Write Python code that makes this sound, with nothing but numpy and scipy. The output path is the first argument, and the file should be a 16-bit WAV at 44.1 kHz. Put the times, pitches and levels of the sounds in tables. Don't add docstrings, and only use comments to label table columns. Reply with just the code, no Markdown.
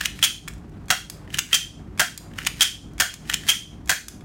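import sys
import numpy as np
from scipy import signal
from scipy.fft import rfft, irfft, next_fast_len
from scipy.io import wavfile
from scipy.ndimage import uniform_filter1d, minimum_filter1d, map_coordinates

SR = 44100
rng = np.random.default_rng(int(sys.argv[2]) if len(sys.argv) > 2 else 0)


def unload_audio(sound):
    columns = np.transpose(np.atleast_2d(sound))
    steps = np.round(np.clip(columns, -1, 1) * 32767)
    wavfile.write(sys.argv[1], SR, steps.astype(np.int16))


N = 187067


def amp(db):
    return 10 ** (np.asarray(db) / 20)


def unit(x):
    return x / np.sqrt(np.mean(x ** 2) + 1e-20)


def along(points, hz):
    point_hz, value = np.transpose(points)
    return np.interp(np.log(hz + 1), np.log(point_hz + 1), value)


def wobble(knots_per_s):
    knots = rng.standard_normal(int(N * knots_per_s / SR) + 4)
    return map_coordinates(knots, [np.arange(N) * knots_per_s / SR])


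def coloured(x, spectrum, size):
    m = next_fast_len(size)
    gain = amp(along(spectrum, np.fft.rfftfreq(m, 1 / SR)))
    return unit(irfft(rfft(x, m) * gain, m)[:size])


def noise(spectrum, size):
    return coloured(rng.standard_normal(next_fast_len(size)), spectrum, size)


def add(track, start_s, sound):
    i = max(0, round(start_s * SR))
    track[i:i + len(sound)] += sound[:max(0, len(track) - i)]


# pitch_hz, t60_s
ROOM_DECAY = [(300, 0.12), (1000, 0.2), (2000, 0.28), (3200, 0.33), (5000, 0.35), (7000, 0.34),
              (11000, 0.31), (16000, 0.24)]
# pitch_hz, level_db
ROOM_TONE = [(200, 5), (900, 4.5), (2000, 4.5), (7000, 0.5), (16000, 0.5)]


def in_room(x, wet_db, build_s=0.0048):
    hz, t, z = signal.stft(rng.standard_normal(SR // 2), SR, nperseg=256)
    decay_db = -60 * t / along(ROOM_DECAY, hz)[:, None]
    gain = amp(along(ROOM_TONE, hz)[:, None] + decay_db)
    tail = signal.istft(z * gain, SR, nperseg=256)[1]
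    tail *= 1 - np.exp(-(np.arange(len(tail)) / SR / build_s) ** 2)
    response = amp(wet_db) * tail / np.linalg.norm(tail)
    response[0] += 1
    return signal.fftconvolve(x, response)


def ringing(modes, t, rattle_hz):
    hz, mode_db, t60_s = np.transpose(modes)[:, :, None]
    strength = amp(mode_db + 2 * rng.standard_normal(hz.shape))
    steps = rng.standard_normal((len(modes), len(t)))
    drift = np.sqrt(2 * np.pi * rattle_hz / SR) * np.cumsum(steps, axis=1)
    phase = 2 * np.pi * (hz * t + rng.random(hz.shape)) + drift
    lines = strength * amp(-60 * t / t60_s) * np.sin(phase)
    return np.sum(lines, axis=0) / np.linalg.norm(strength)


def contacts(rows, modes, colour, ring_db, rattle_hz, crack_db, crack_t60, snap_db, snap_t60, wet_db):
    track, t = np.zeros(N), np.arange(SR // 8) / SR
    onset = 1 - np.exp(-t / 0.00092)
    for start_s, ring, crack in rows:
        crack_decay = amp(snap_db - 60 * t / snap_t60) + amp(-60 * t / crack_t60)
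        burst = noise(colour, size=len(t)) * crack_decay
        hit = amp(ring + ring_db) * ringing(modes, t, rattle_hz) + amp(crack + crack_db) * burst
        add(track, start_s, in_room(hit * onset, wet_db))
    return track


def play(pattern, events):
    rows = []
    for start_s, ring_db, crack_db, *_ in events:
        for delay_s, ring, crack in pattern:
            rows.append((start_s + delay_s, ring_db + ring, crack_db + crack))
    return rows


# pitch_hz, level_db
AIR_COLOUR = [(15, -30.5), (25, -27), (59, 11), (120, 7.5), (166, -10.5), (217, -7), (301, -13.5),
              (489, -16), (734, -5), (887, -21), (1370, -15), (2910, -50.5), (5280, -39), (14800, -42),
              (16000, -55.5)]
# pitch_hz, level_db
RUMBLE_COLOUR = [(13, -28), (22, -13), (31, -33), (43, -16.5), (97, 0.5), (119, -4), (156, -3), (197, -2),
                 (302, -10), (326, -9), (422, -15), (480, -28.5), (620, -38), (1060, -120)]
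# pitch_hz, level_db
HUM_LINES = [(50, -48.5), (155, -49), (300, -54)]


def background(rumble_db=-42, air_db=-51):
    t = np.arange(N) / SR
    hum = np.zeros(N)
    for hz, level_db in HUM_LINES:
        hum += amp(level_db) * unit(np.sin(2 * np.pi * hz * t + 0.98 * wobble(3.1)))
    rumble = amp(rumble_db + 1.3 * wobble(8)) * noise(RUMBLE_COLOUR, size=N)
    return hum + rumble + amp(air_db) * noise(AIR_COLOUR, size=N)


# pitch_hz, level_db
SKIN_COLOUR = [(200, -17), (500, 3), (1300, -3), (2200, -9.5), (4000, -17.5), (8000, -24), (16000, -36)]
REGRIP_LEAD_S, REGRIP_WIDTH_S, REGRIP_DB = 0.11, 0.11, 3
SQUEEZE_LEAD_S, SQUEEZE_WIDTH_S, SQUEEZE_DB = 0.12, 0.26, 0.5


def hands(rustle_db=-56):
    t = np.arange(N) / SR
    regrip = sum(np.exp(-((t - cock_s + REGRIP_LEAD_S) / REGRIP_WIDTH_S) ** 2) for cock_s, *_ in COCKS)
    squeeze = sum(np.exp(-((t - shot_s + SQUEEZE_LEAD_S) / SQUEEZE_WIDTH_S) ** 2) for shot_s, *_ in SHOTS)
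    grain_db = 1.6 * wobble(90)
    brush_db = rustle_db + REGRIP_DB * regrip + SQUEEZE_DB * squeeze + grain_db
    return amp(brush_db) * noise(SKIN_COLOUR, size=N)


# pitch_hz, level_db
DEEP_COLOUR = [(15, -31.5), (28, -14.5), (42, -3.5), (60, 3), (90, -15.5), (200, -43), (500, -91)]
# start_s, level_db
DEEP_LEVEL = [(0.0, -44.5), (0.16, -38.5), (0.37, -58), (0.57, -41), (1.56, -49), (1.95, -49.5),
              (2.16, -51), (2.23, -50), (2.72, -52), (3.0, -45), (3.07, -65), (3.16, -51), (3.71, -51),
              (3.85, -38), (3.92, -46), (4.24, -45)]


def deep_rumble(trim_db=-2.0):
    level_db = np.interp(np.arange(N) / SR, *np.transpose(DEEP_LEVEL))
    return amp(level_db + trim_db) * noise(DEEP_COLOUR, size=N)


PULL_RISE_DB_PER_S, PULL_END_S = 422, 0.012
RETURN_RISE_DB_PER_S = 814
EASE_DB, EASE_S = -49, 0.1


def rubbing():
    t, travel = np.arange(N) / SR, np.zeros(N)
    for (cock_s, _, _, rub_db), (stop_s, _, _) in zip(COCKS, STOPS):
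        pull = amp(rub_db - PULL_RISE_DB_PER_S * np.maximum(cock_s - t, 0))
        travel += pull * (t < stop_s + PULL_END_S)
    for slam_s, _, _, rub_db in RELEASES:
        ahead_s = np.abs(slam_s - t)
        spring = amp(rub_db - RETURN_RISE_DB_PER_S * ahead_s)
        ease = amp(EASE_DB) * (ahead_s < EASE_S)
        travel += (spring + ease) * (t < slam_s)
    return travel


def rails(slips_per_s=1200, scatter_db=4.5, wet_db=-7):
    happens = rng.random(N) < slips_per_s / SR
    slips = happens * rng.choice([-1, 1], size=N) * amp(scatter_db * rng.standard_normal(N))
    colour = [(300, -25), (1200, -3.5), (1850, 7.0), (2400, 2), (3200, 1.5),
              (4300, 0.0), (6800, -2.5), (11000, -7), (16000, -14)]
    scrape = coloured(slips, colour, N)
    return in_room(rubbing() * scrape, wet_db)[:N]


# start_s, ring_db, crack_db, rub_db
COCKS = [(0.0102, -12, -19.5, -34), (1.3426, -18, -25, -41.5), (2.3861, -20, -31, -43),
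         (3.2982, -17, -21, -39.5)]
# delay_s, ring_db, crack_db
COCKING_PATTERN = [(-0.0033, -11, -10), (0, 1, 0)]
# start_s, ring_db, crack_db
STOPS = [(0.0567, -18, -17.5), (1.3899, -15, -12), (2.4696, -17.5, -16), (3.3406, -22, -16)]
# delay_s, ring_db, crack_db
STOP_PATTERN = [(-0.0042, -3, -5.5), (0, 1.5, 3)]
# start_s, ring_db, crack_db
CATCHES = [(0.1902, -28, -36), (1.2759, -39, -69), (1.303, -38, -48), (1.3726, -42.5, -28.5),
           (1.515, -28, -47.5), (2.315, -46, -58), (2.336, -41, -51), (2.4165, -30, -56),
           (2.4493, -34.5, -34), (3.2523, -44, -60), (3.3273, -24, -31), (3.435, -31.5, -42)]
# pitch_hz, level_db, t60_s
STOP_MODES = [(804, -33.5, 0.026), (1354, -13, 0.051), (1500, -3, 0.017), (1790, 9.5, 0.014),
              (1996, -4.5, .025), (2422, 2.5, 0.013), (2850, 4, 0.021), (3038, 0.5, 0.023),
              (3440, -7, 0.013)]
# pitch_hz, level_db
STOP_CRACK = [(200, -12), (550, -36.5), (900, -9.5), (2000, -0.5), (3200, 6.5), (4400, -3), (6500, 2.5),
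              (9300, -3.5), (10700, -8.5), (16000, -9.5)]


def slide_back():
    rows = play(COCKING_PATTERN, COCKS) + play(STOP_PATTERN, STOPS) + CATCHES
    return contacts(rows, STOP_MODES, STOP_CRACK, ring_db=8.0, rattle_hz=79, crack_db=4.0,
                    crack_t60=0.021, snap_db=6, snap_t60=0.005, wet_db=-12)


# start_s, ring_db, crack_db, rub_db
RELEASES = [(0.2269, -6.5, -15, -31.5), (1.5292, -6.5, -16.5, -31), (2.6078, -5, -11, -31.5),
            (3.486, -13, -22, -27.5)]
# start_s, ring_db, crack_db
SEATINGS = [(0.238, -14.5, -13.5), (1.542, -17, -14), (2.6175, -12, -11.5), (3.4908, -8, -11)]
# delay_s, ring_db, crack_db
SEATING_PATTERN = [(0, 1.5, 0.91), (0.0038, -0.5, -1), (0.0098, -11, -2.2)]
# pitch_hz, level_db, t60_s
SLIDE_MODES = [(796, -25, 0.052), (1340, -14.5, 0.036), (1923, -12, 0.033), (2536, -6, .03),
               (2715, -6.5, 0.017), (3103, -3, 0.06), (3173, -3.5, 0.04), (3253, 2.5, 0.039),
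               (3322, -5.5, 0.052), (3444, -8.5, .025), (5030, -32.5, .03), (6000, -35, .03)]
# pitch_hz, level_db
SLIDE_CRACK = [(200, -46.5), (500, -26), (1000, -17), (1500, -2), (2500, -2.5), (4200, -3.5), (6200, 2.5),
               (7800, -3.5), (9700, -2), (10500, -9), (16000, -9)]


def slide_home():
    rows = [slam[:3] for slam in RELEASES] + play(SEATING_PATTERN, SEATINGS)
    return contacts(rows, SLIDE_MODES, SLIDE_CRACK, ring_db=9.0, rattle_hz=39.5, crack_db=7.0,
                    crack_t60=0.04, snap_db=2.0, snap_t60=0.0041, wet_db=-7.5)


# start_s, ring_db, crack_db
TICKS = [(0.4775, -23.5, -34), (0.4816, -28, -27.5), (0.5361, -48, -44), (0.5808, -51, -53),
         (0.6951, -64, -55.5), (0.8572, -66, -55), (1.0987, -29, -21.5), (2.1764, -32.5, -21),
         (2.9346, -58, -52), (3.1395, -29.5, -23.5), (3.8584, -55, -45), (4.0829, -29.5, -21),
         (4.2082, -42, -51)]
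# delay_s, ring_db, crack_db
SEAR_SLIP = [(-0.0185, -20.5, -20.5), (-0.0085, -20.5, -19)]
# pitch_hz, level_db, t60_s
SEAR_MODES = [(1130, 9.5, 0.0055), (1707, 1, 0.017), (2210, -3, 0.028), (2506, -3.5, 0.022),
              (3380, -2.5, 0.027), (7200, -15.5, 0.0086)]
# pitch_hz, level_db
SEAR_CRACK = [(300, -29), (1000, -19.5), (3000, -5), (5500, 2.5), (7200, 4), (9000, -0.5), (12000, -3),
              (16000, -10.5)]


def trigger():
    rows = TICKS + play(SEAR_SLIP, SHOTS)
    return contacts(rows, SEAR_MODES, SEAR_CRACK, ring_db=8, rattle_hz=61, crack_db=-2,
                    crack_t60=0.026, snap_db=12, snap_t60=0.0047, wet_db=-11)


def kick(blows, push_db=-2, push_s=0.00091):
    track, u = np.zeros(N), np.arange(SR // 20) / SR / push_s
    for start_s, ring_db, _ in blows:
        add(track, start_s, amp(ring_db + push_db) * u * (2 - u) * np.exp(-u))
    return track


# start_s, ring_db, crack_db
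SHOTS = [(0.902, -14, -19), (1.9946, -11, -18), (2.9991, -13.5, -18), (3.8932, -15, -17)]
# delay_s, ring_db, crack_db
HAMMER_PATTERN = [(0, -11.5, -6.5), (0.002, 0.5, 6), (0.005, -3, -1), (0.0085, -6.5, 2.5),
                  (0.0207, 0, -5.5), (0.0305, -11.5, -13)]
# pitch_hz, level_db, t60_s
FRAME_MODES = [(602, -12.5, 0.035), (695, -14.5, 0.034), (751, -6.5, 0.029), (940, -14, 0.014),
               (1309, -14.5, 0.041), (1439, -5.5, 0.036), (1580, 0, 0.03), (1750, -3, 0.035),
               (1975, -6.5, 0.02), (2730, -6.5, 0.0098), (3241, -4.5, 0.05), (4460, -25, 0.019)]
# pitch_hz, level_db
FRAME_CRACK = [(150, 1), (450, -38), (800, -7), (1100, -0.5), (1600, 5), (4000, 0.5), (6500, 2),
               (9500, -2.5), (10700, -6), (16000, -7.5)]


def hammer():
    rows = play(HAMMER_PATTERN, SHOTS)
    clack = contacts(rows, FRAME_MODES, FRAME_CRACK, ring_db=9.5, rattle_hz=6.5, crack_db=8,
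                     crack_t60=0.033, snap_db=3.0, snap_t60=0.011, wet_db=-7.5)
    return kick(rows) + clack


def scene():
    steady = background() + hands() + deep_rumble()
    pistol = rails() + slide_back() + slide_home() + trigger() + hammer()
    return (steady + pistol)[None]


def held_gain(x, ceiling_db, hold_s, ramp_s):
    needed = np.minimum(1, amp(ceiling_db) / (np.abs(x) + 1e-9))
    hold, ramp = int(hold_s * SR / 2), int(ramp_s * SR / 2)
    held = minimum_filter1d(needed, 2 * hold + 1, origin=hold)
    return np.minimum(held, uniform_filter1d(held, 2 * ramp + 1, origin=ramp))


TOP_HZ = 15900


def record(dry, duck_share=0.49):
    slow = held_gain(dry, ceiling_db=-7, hold_s=0.17, ramp_s=0.069) ** duck_share
    ducked = dry * uniform_filter1d(slow, size=64)
    fast = held_gain(ducked, ceiling_db=-3.5, hold_s=0.0016, ramp_s=0.0012)
    limited = ducked * uniform_filter1d(fast, size=5)
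    band = signal.ellip(10, .1, 80, TOP_HZ, fs=SR, output="sos")
    return signal.sosfilt(band, limited)


dry = scene()
out = record(dry)
unload_audio(out)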